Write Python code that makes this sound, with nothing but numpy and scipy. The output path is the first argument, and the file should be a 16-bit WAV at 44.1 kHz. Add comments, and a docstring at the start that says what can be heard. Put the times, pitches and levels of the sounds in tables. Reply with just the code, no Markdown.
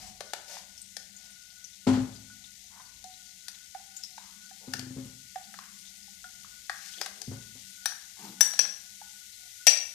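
"""A utensil taps and scrapes in a hollow bowl beside the stove, and steel clinks brightly four times
near the end. Each impact excites resonances; sliding friction gives bands of noise.
Something wooden, like a cupboard door, bangs and bumps in its low modes. Behind these, garlic
sizzles faintly in a wok as steam bubbles burst in the oil over a low gas flame. The small tiled
kitchen reverberates, and the right microphone is shaded from the treble."""
import sys
import numpy as np
from scipy import signal
from scipy.fft import rfft, irfft
from scipy.io import wavfile

SR = 44100
rng = np.random.default_rng(int(sys.argv[2]) if len(sys.argv) > 2 else 0)


def master_out(mix):
    """Clip the mix to full scale and print it as 16-bit PCM to the path in sys.argv[1]."""
    frames = np.transpose(np.atleast_2d(mix))
    ceiling = np.clip(frames, -1, 1)
    pcm = np.round(ceiling * 32767).astype(np.int16)
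    wavfile.write(sys.argv[1], SR, pcm)


N = 438352
TIME = np.arange(N) / SR

# reverberation of the kitchen: frequency_hz, t60_s
ROOM_DECAY = [(100, 0.94), (300, 0.47), (1000, 0.51), (3000, 0.5), (6000, 0.42), (13000, 0.35)]
# response of the right microphone relative to the left: frequency_hz, gain_db
RIGHT_SHADE = [(60, 2), (230, -5.5), (500, -7), (750, 8), (1200, -5), (1700, -8.5), (2700, -12.5),
               (4000, -17), (6000, -23), (8500, -13.5), (13000, 0.5)]
# spectra of the flame, the sizzling oil and its fine spray: frequency_hz, density_db
FLAME_SPECTRUM = [(20, -7), (35, -3.5), (60, 7), (120, -0.5), (300, -11.5), (450, -19.5), (740, -13),
                  (1000, -22), (1300, -37), (1800, -40)]
SIZZLE_SPECTRUM = [(900, -50.5), (1750, -13.5), (2050, -3.5), (2400, -9.5), (2800, -6.5), (3500, -4),
                   (5000, -2.5), (6400, 0.5), (8500, -6), (11000, -11), (14500, -15)]
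SPRAY_SPECTRUM = [(1750, -51), (2400, -31), (3100, -5), (4800, -48), (7000, -1.5), (10000, 3), (13500, 4),
                  (15000, -36)]
# swells of the low rumble: centre_s, rise_db
RUMBLE_SWELLS = [(0.0, 14.5), (0.7, 3.2), (2.95, 6.3), (6.45, 5.7)]
# oil spitting or steel just touching: start_s, pitch_hz, level_db
CLEAR_TICKS = [(0.777, 5500, -42), (0.815, 8200, -40.5), (1.164, 6900, -43), (1.642, 5930, -38),
               (3.965, 7000, -36.5), (4.035, 5200, -33), (4.736, 5730, -46), (6.936, 3450, -42.5),
               (6.983, 3330, -40.5), (7.013, 5120, -29)]
# blows on the wooden panel: start_s, push_db, hardness_hz
WOOD_BUMPS = [(1.868, -13.5, 520), (1.887, -21, 403), (1.927, -23.5, 630), (1.973, -21, 344),
              (4.675, -30.5, 320), (4.963, -30, 335), (4.978, -30, 320), (5.053, -34, 286),
              (7.275, -19, 115), (7.313, -30.5, 402), (7.552, -44, 442)]
# modes of the panel: frequency_hz, level_db, t60_s
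WOOD_MODES = [(77, -7.5, .12), (100.6, -3.5, 0.18), (125, 1.5, 0.14), (205, 2.5, 0.12), (259.6, 2.5, 0.35),
              (331, -3, 0.2), (416, 5.5, 0.073), (554, -2.5, 0.24), (640, -6.5, 0.04), (810, -19, .09),
              (1020, -4, 0.058)]
# spectrum of its rattling fittings: frequency_hz, gain_db
RATTLE_SPECTRUM = [(40, -18.5), (100, -55), (300, 12.0), (450, 1.5), (700, 10.5), (1300, 10.5),
                   (2500, 4.5), (4500, 4.5), (8000, -1), (14000, -27.0)]
# scraping strokes: start_s, end_s, rub_hz, rub_db, hiss_db
SCRAPE_STROKES = [(-0.08, 0.118, 720, -59, -45.5), (0.461, 0.612, 584, -57, -43),
                  (1.132, 1.36, 563, -75, -53.5), (2.703, 2.856, 1000, -58, -69),
                  (4.165, 4.354, 1070, -62.5, -55), (4.604, 4.69, 470, -60, -71),
                  (5.567, 5.69, 1400, -54.5, -65), (6.7, 7.033, 1397, -81, -44.5),
                  (6.972, 7.034, 360, -56, -58), (7.144, 7.253, 400, -60, -66),
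                  (8.164, 8.308, 860, -54, -48.5), (8.188, 8.346, 205, -46.5, -71.5),
                  (8.55, 8.664, 190, -58.5, -40)]
# friction spectrum around a stroke's pitch: frequency_ratio, density_db
RUB_SPECTRUM = [(.25, -29), (.55, -17), (.8, -4.5), (1, 8), (1.3, -1), (1.9, -2.5), (3, -22), (6, -19)]
# hiss of a stroke: frequency_hz, density_db
HISS_SPECTRUM = [(700, -33), (1700, 6), (3300, 7), (5500, 14.5), (8000, 8), (14000, -6)]
# steel impacts: start_s, level_db, tilt_db_per_octave, t60_ratio
STEEL_CLINKS = [(7.857, -21, 11.5, 0.7), (8.4076, -9, 10.5, 0.6), (8.591, -13.5, -5.5, 0.9),
                (9.668, -6.5, -7, 1.1), (9.676, -4, -8.5, 1.3)]
# modes of the steel, with a strong cluster near 5850 Hz: frequency_hz, level_db, t60_s
STEEL_MODES = [(2665, -33, 0.1), (2702, -34, 0.11), (2812, -32, 0.12), (4165, -26, 0.09), (4336, -28, 0.1),
               (5734, -11, 0.12), (5822, -7, 0.16), (5847, -8, 0.17), (5945, -10, 0.16), (6024, -10, 0.1),
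               (6642, -30, .1), (7327, -25, .1), (7710, -21.5, 0.09), (8750, -27, .08), (9620, -24, 0.11),
               (10460, -26, .09), (13700, -25, 0.035)]
# heavily damped resonances of the steel: frequency_hz, width_hz, gain_db
CLANG_RESONANCES = [(1870, 130, -19), (2430, 880, -16.5), (2650, 350, -13.5), (3160, 340, -11.5),
                    (4710, 120, 0), (4810, 630, -16), (5810, 170, 15.5), (7750, 120, -1.5),
                    (9440, 1800, -12), (12200, 550, -58), (12800, 430, -27)]
# hard taps of the utensil: start_s, level_db, brightness_db, weight_db
HARD_TAPS = [(0.206, -34.5, -1, 1), (0.334, -30.5, 3, -1.5), (0.967, -46.5, 16, 4.5),
             (3.041, -61.5, 22.5, 3), (3.482, -47, 16.5, -24), (4.736, -32.5, 6.5, -28),
             (4.793, -42, 10, -9), (5.54, -40, -8, -32.5), (6.696, -25.5, -10, -31), (7.013, -29.5, 2, -11),
             (7.06, -33, 2, -31), (7.216, -48, 17, -17), (7.857, -29.5, 7, -28.5), (7.92, -42, -8, -16),
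             (8.408, -23, 8, -29), (8.535, -41, 7, -14), (8.591, -29, 12.5, -6), (8.652, -37, -7, -12),
             (9.668, -25, 18.5, -0.5)]
# soft knocks, mostly a hollow note: start_s, pitch_hz, level_db, t60_s
SOFT_KNOCKS = [(0.568, 910, -37, 0.005), (2.299, 1470, -46, 0.26), (3.041, 742, -47.5, 0.35),
               (3.748, 770, -36, 0.053), (4.179, 920, -37.5, 0.014), (4.51, 768, -50.5, 0.064),
               (5.357, 757, -33, 0.068), (5.588, 1140, -33, 0.011), (6.078, 795, -59.5, 0.051),
               (6.240, 1441, -38, 0.11), (6.244, 747, -55, 0.12), (6.446, 1250, -42, 0.0082),
               (9.014, 840, -43, 0.024)]
# spectrum of a contact's click: frequency_hz, gain_db
CLICK_SPECTRUM = [(50, -34), (140, -24), (430, 2), (1150, 3), (2300, -1), (5200, 4.5), (10000, -5),
                  (14000, -18)]
# resonances of the bowl, added to the plain click: frequency_hz, width_hz, gain_db
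BOWL_RESONANCES = [(518, 140, 4), (1678, 226, 10), (2240, 73, -8), (5020, 220, -20), (6000, 120, -2.5)]


def from_db(db):
    """Amplitude ratio: a factor of ten for every 20 dB."""
    return 10 ** (np.asarray(db) / 20)


def rms_one(x):
    """Normalisation to unit mean power."""
    return x / np.sqrt(np.mean(x ** 2) + 1e-20)


def fade(t, t60):
    """Exponential decay, 60 dB in t60 seconds."""
    return np.exp(-np.log(1000) * t / t60)


def at_hz(points, hz):
    """Interpolation on a logarithmic frequency axis."""
    known_hz, values = np.transpose(points)
    return np.interp(np.log(hz + 1), np.log(known_hz), values)


def add(track, start_s, sound):
    """Superposition: a sound sums into the track from its start time."""
    start = max(round(start_s * SR), 0)
    track[start:start + len(sound)] += sound[:N - start]


def colour(x, spectrum, size=4096):
    """Minimum-phase filtering: folding the cepstrum gives a causal response with this spectrum."""
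    gain = from_db(at_hz(spectrum, np.fft.rfftfreq(size, 1 / SR)))
    cepstrum = irfft(np.log(gain))
    cepstrum[1:size // 2] *= 2
    cepstrum[size // 2 + 1:] = 0
    return signal.oaconvolve(x, irfft(np.exp(rfft(cepstrum))))[:len(x)]


def noise(spectrum, size=N):
    """Spectral shaping of white noise, at unit rms."""
    return rms_one(colour(rng.standard_normal(size), spectrum))


def drift(knots_per_s):
    """Random modulation of unit rms, linear between knots."""
    knots = rng.standard_normal(N // 100)
    return rms_one(np.interp(TIME * knots_per_s, np.arange(len(knots)), knots))


def resonate(x, hz, width_hz):
    """Forced response of a damped resonator with unit peak gain."""
    radius = np.exp(-np.pi * width_hz / SR)
    feedback = [1, -2 * radius * np.cos(2 * np.pi * hz / SR), radius ** 2]
    return signal.lfilter(np.array([1, 0, -1]) * (1 - radius ** 2) / 2, feedback, x)


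def ring(modes, t):
    """Free vibration: a sum of damped sinusoids of alternating sign."""
    return sum((-1) ** k * from_db(db) * np.sin(2 * np.pi * hz * t) * fade(t, t60)
               for k, (hz, db, t60) in enumerate(modes))


def chatter(t, t60, rise_s):
    """Contact excitation: a gritty burst with the energy of 10 ms at unit rms."""
    burst = rng.standard_normal(len(t)) * fade(t, t60) * (1 - np.exp(-t / rise_s))
    return burst / np.sqrt(np.sum(burst ** 2) / (SR / 100))


def kitchen(x, wet_db, size=30000):
    """Reverberation: a diffuse field joins the direct sound; the right side is shaded from treble."""
    t, tail = TIME[:size], 0
    edges_hz = np.geomspace(45, 18000, 9)
    for low, high in zip(edges_hz, edges_hz[1:]):
        band = signal.butter(2, [low, high], "band", fs=SR, output="sos")
        mid, side = signal.sosfilt(band, rng.standard_normal((2, size)))
        hz = np.sqrt(low * high)
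        coherence = 1 / (1 + (hz / 900) ** 2)  # long waves reach both microphones alike
        diffuse = np.sqrt(1 + coherence) * mid + np.sqrt(1 - coherence) * side * [[1], [-1]]
        tail = tail + diffuse * fade(t, at_hz(ROOM_DECAY, hz))
    tail = tail * (1 - fade(t, 0.013)) ** 2  # reflections take a moment to build up
    tail = from_db(wet_db) * rms_one(tail) / np.sqrt(size)
    left, right = x + signal.oaconvolve(x[None], tail, axes=1)[:, :N]
    return np.array([left, colour(right, RIGHT_SHADE)])


def burner_tone(hz, width_hz):
    """Flow excitation: gas sings in a narrow resonance of the burner."""
    return rms_one(resonate(resonate(rng.standard_normal(N), hz, width_hz), hz, width_hz))


def gas_flame(swell_s=0.23, hold_s=5.7, fall_db_per_s=4, flutter_db=4.5, waver_db=4.0):
    """Combustion noise rumbles under wavering burner resonances; a low rumble swells at times, strongest at the
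    very start. The lowest resonance holds, then dies away."""
    swell_db = sum(db * np.exp(-((TIME - centre_s) / swell_s) ** 2) for centre_s, db in RUMBLE_SWELLS)
    common = noise(FLAME_SPECTRUM)
    separate = np.array([noise(FLAME_SPECTRUM) for side in range(2)])
    rumble = from_db(-76 + swell_db) * (common + from_db(-2.0) * separate)
    fall_db = fall_db_per_s * np.maximum(TIME - hold_s, 0)
    drone = from_db(-69 - fall_db + flutter_db * drift(2.5)) * burner_tone(196.4, 29)
    whistle = np.array([burner_tone(1466, 42), burner_tone(1475, 49)])
    whistle *= from_db(-69.5 + waver_db * drift(13))
    hoot = from_db(-85.5 + waver_db * drift(7.5)) * burner_tone(739.5, 60)
    return (rumble * from_db(1.5) + drone * from_db([[6.0], [-12.0]])  # left and right gains
            + whistle * from_db([[6.0], [0.0]]) + hoot * from_db([[-2.0], [2.0]]))


def bubbles(spectrum, per_s, spread_db):
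    """Shot noise: tiny steam bubbles of unequal size burst at random instants."""
    bursts = rng.random(N) < per_s / SR
    sizes = from_db(spread_db * np.minimum(rng.exponential(1, N), 6)) * rng.standard_normal(N)
    return rms_one(colour(bursts * sizes, spectrum))


def frying_oil(sizzle_db_per_s=0.4039, spray_db_per_s=1.27, simmer_db=0.32, spit_db=-22.0):
    """Boiling: as the oil warms, its sizzle (on the left) and its fine spray grow steadily."""
    sizzle_gain = from_db(-56.5 + sizzle_db_per_s * TIME + simmer_db * drift(4.3))
    spits = from_db(spit_db) * bubbles(SIZZLE_SPECTRUM, per_s=80, spread_db=6.5)
    sizzle = sizzle_gain * (bubbles(SIZZLE_SPECTRUM, per_s=14000, spread_db=-1.0) + spits)
    spray = np.array([bubbles(SPRAY_SPECTRUM, per_s=16000, spread_db=1.5) for side in range(2)])
    spray *= from_db(-73 + spray_db_per_s * TIME)
    return sizzle * from_db([[7.0], [-24.0]]) + spray * from_db([[3.0], [3.5]])


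def ticks(gain_db=10.0, faint_db=-57.5, spread_db=3.0, faint_count=200, size=3000):
    """Transient resonance: spitting oil or touching steel pings, with faint random spits between."""
    t, out = TIME[:size], np.zeros(N)
    faint = [(when * TIME[-1], 3400 * 2.8 ** pitch, faint_db - spread_db * np.log(0.035 + smallness))
             for when, pitch, smallness in rng.random((faint_count, 3))]
    for start_s, pitch_hz, level_db in CLEAR_TICKS + faint:
        ping = resonate(chatter(t, t60=0.061, rise_s=0.0004), pitch_hz, width_hz=360)
        add(out, start_s, from_db(level_db + gain_db) * ping / np.abs(ping).max())
    return kitchen(out, wet_db=-8.5)


def wood_bumps(free_ring_db=-12.0, halvings_per_db=0.06, uneven_db=1.9, lowest_hz=70, size=18000):
    """Contact damping: a panel rings freely after a hard blow, while a soft push stays and damps it."""
    t, boom, rattle = TIME[:size], np.zeros(N), np.zeros(N)
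    judder = [(4.746 + k * 0.039, -30.5, 218) for k in range(5)]  # one run of soft, even bumps
    for start_s, push_db, hardness_hz in WOOD_BUMPS + judder:
        damping = 2 ** (halvings_per_db * (free_ring_db - push_db))
        modes = [(hz, db + uneven_db * rng.standard_normal(), t60 / damping)
                 for hz, db, t60 in WOOD_MODES]
        panel = signal.lfilter(*signal.butter(2, hardness_hz, fs=SR), ring(modes, t))
        add(boom, start_s, from_db(push_db - 8.5) * panel)
        # a harder, stronger push rattles the fittings more
        rattle_db = push_db - 21 + 15 * np.log2(hardness_hz / 378)
        envelope = fade(t, t60=0.2) * (1 - np.exp(-t / 0.0039))
        add(rattle, start_s, from_db(rattle_db) * rng.standard_normal(size) * envelope)
    boom = signal.lfilter(*signal.butter(3, lowest_hz, "high", fs=SR), boom)
    return kitchen(boom, wet_db=-6.5) + kitchen(colour(rattle, RATTLE_SPECTRUM), wet_db=-3.5)


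def utensil_scrapes(grit_db=2.0):
    """Sliding friction: the utensil grips unevenly, its noise swelling and easing over each stroke."""
    out = np.zeros(N)
    for start_s, end_s, rub_hz, rub_db, hiss_db in SCRAPE_STROKES:
        t = TIME[(TIME > start_s) & (TIME < end_s)]
        swell = np.interp(t, [start_s, (start_s + end_s) / 2, end_s], [0, 1, 0]) ** 0.51
        rub = noise([(ratio * rub_hz, db) for ratio, db in RUB_SPECTRUM], len(t))
        hiss = noise(HISS_SPECTRUM, len(t))
        add(out, start_s, swell * (from_db(rub_db) * rub + from_db(hiss_db) * hiss))
    grip = rms_one(from_db(grit_db * drift(130)))
    return kitchen(grip * out, wet_db=-4.0)


def steel_clinks(clang_db=6.0, uneven_db=3.0, pivot_hz=5850, size=14000):
    """Modal ringing: steel chatters on a hard rim and rings on; sharper contact favours high modes."""
    t, out = TIME[:size], np.zeros(N)
    for start_s, level_db, tilt, t60_ratio in STEEL_CLINKS:
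        modes = [(hz, db + tilt * np.log2(hz / pivot_hz) + uneven_db * rng.standard_normal(),
                  t60_ratio * t60) for hz, db, t60 in STEEL_MODES]
        burst = chatter(t, t60=0.027, rise_s=0.000067)
        clang = np.zeros(size)
        for hz, width_hz, db in CLANG_RESONANCES:
            band = resonate(resonate(burst, hz, width_hz), hz, width_hz)
            clang += from_db(db + tilt * np.log2(hz / pivot_hz)) * band
        add(out, start_s, from_db(level_db) * (ring(modes, t) + from_db(clang_db) * clang))
    return kitchen(out, wet_db=-6.5)


def utensil_taps(click_gain_db=1.0, hollow_hz=774, hollow_t60_s=0.021, size=8000):
    """Impact excitation: each touch clicks through the bowl's resonances and wakes a hollow note."""
    t, clicks, notes = TIME[:size], np.zeros(N), np.zeros(N)
    # a soft knock has only a faint, dull click; a tap's note is weaker than its click
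    knock_clicks = [(start_s, db - 10, -2.5, -19.5) for start_s, _, db, _ in SOFT_KNOCKS]
    tap_notes = [(start_s, hollow_hz, db - 10, hollow_t60_s) for start_s, db, _, _ in HARD_TAPS]
    for start_s, level_db, brightness_db, weight_db in HARD_TAPS + knock_clicks:
        spectrum = [(hz, db + brightness_db * np.clip(np.log2(hz / 1900), 0, 1)  # treble shelf
                     + weight_db * np.clip(np.log2(1150 / hz), 0, 1))  # bass shelf
                    for hz, db in CLICK_SPECTRUM]
        click = colour(chatter(t, t60=0.024, rise_s=0.0005), spectrum)
        add(clicks, start_s, from_db(level_db + click_gain_db) * click)
    for start_s, pitch_hz, level_db, t60 in SOFT_KNOCKS + tap_notes:
        envelope = fade(t, t60) * (1 - np.exp(-t / 0.002)) ** 2
        note = np.sin(2 * np.pi * pitch_hz * t) * envelope
        add(notes, start_s, from_db(level_db) * note / note.max())
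    bowl = sum(from_db(db) * resonate(clicks + 1e-18, hz, width) for hz, width, db in BOWL_RESONANCES)
    return kitchen(clicks + bowl, wet_db=-6.5) + kitchen(notes, wet_db=-8.5)


def scene():
    """Superposition of all the sources, left and right."""
    background = gas_flame() + frying_oil() + ticks()
    return background + utensil_taps() + steel_clinks() + wood_bumps() + utensil_scrapes()


def record(dry, ceiling=0.8, cutoff_hz=14500):
    """Soft saturation rounds the loudest peaks, and a steep low-pass filter cuts the top."""
    lowpass = signal.ellip(12, 0.1, 90, cutoff_hz, fs=SR, output="sos")
    return signal.sosfilt(lowpass, ceiling * np.tanh(dry / ceiling))


dry = scene()
out = record(dry)
master_out(out)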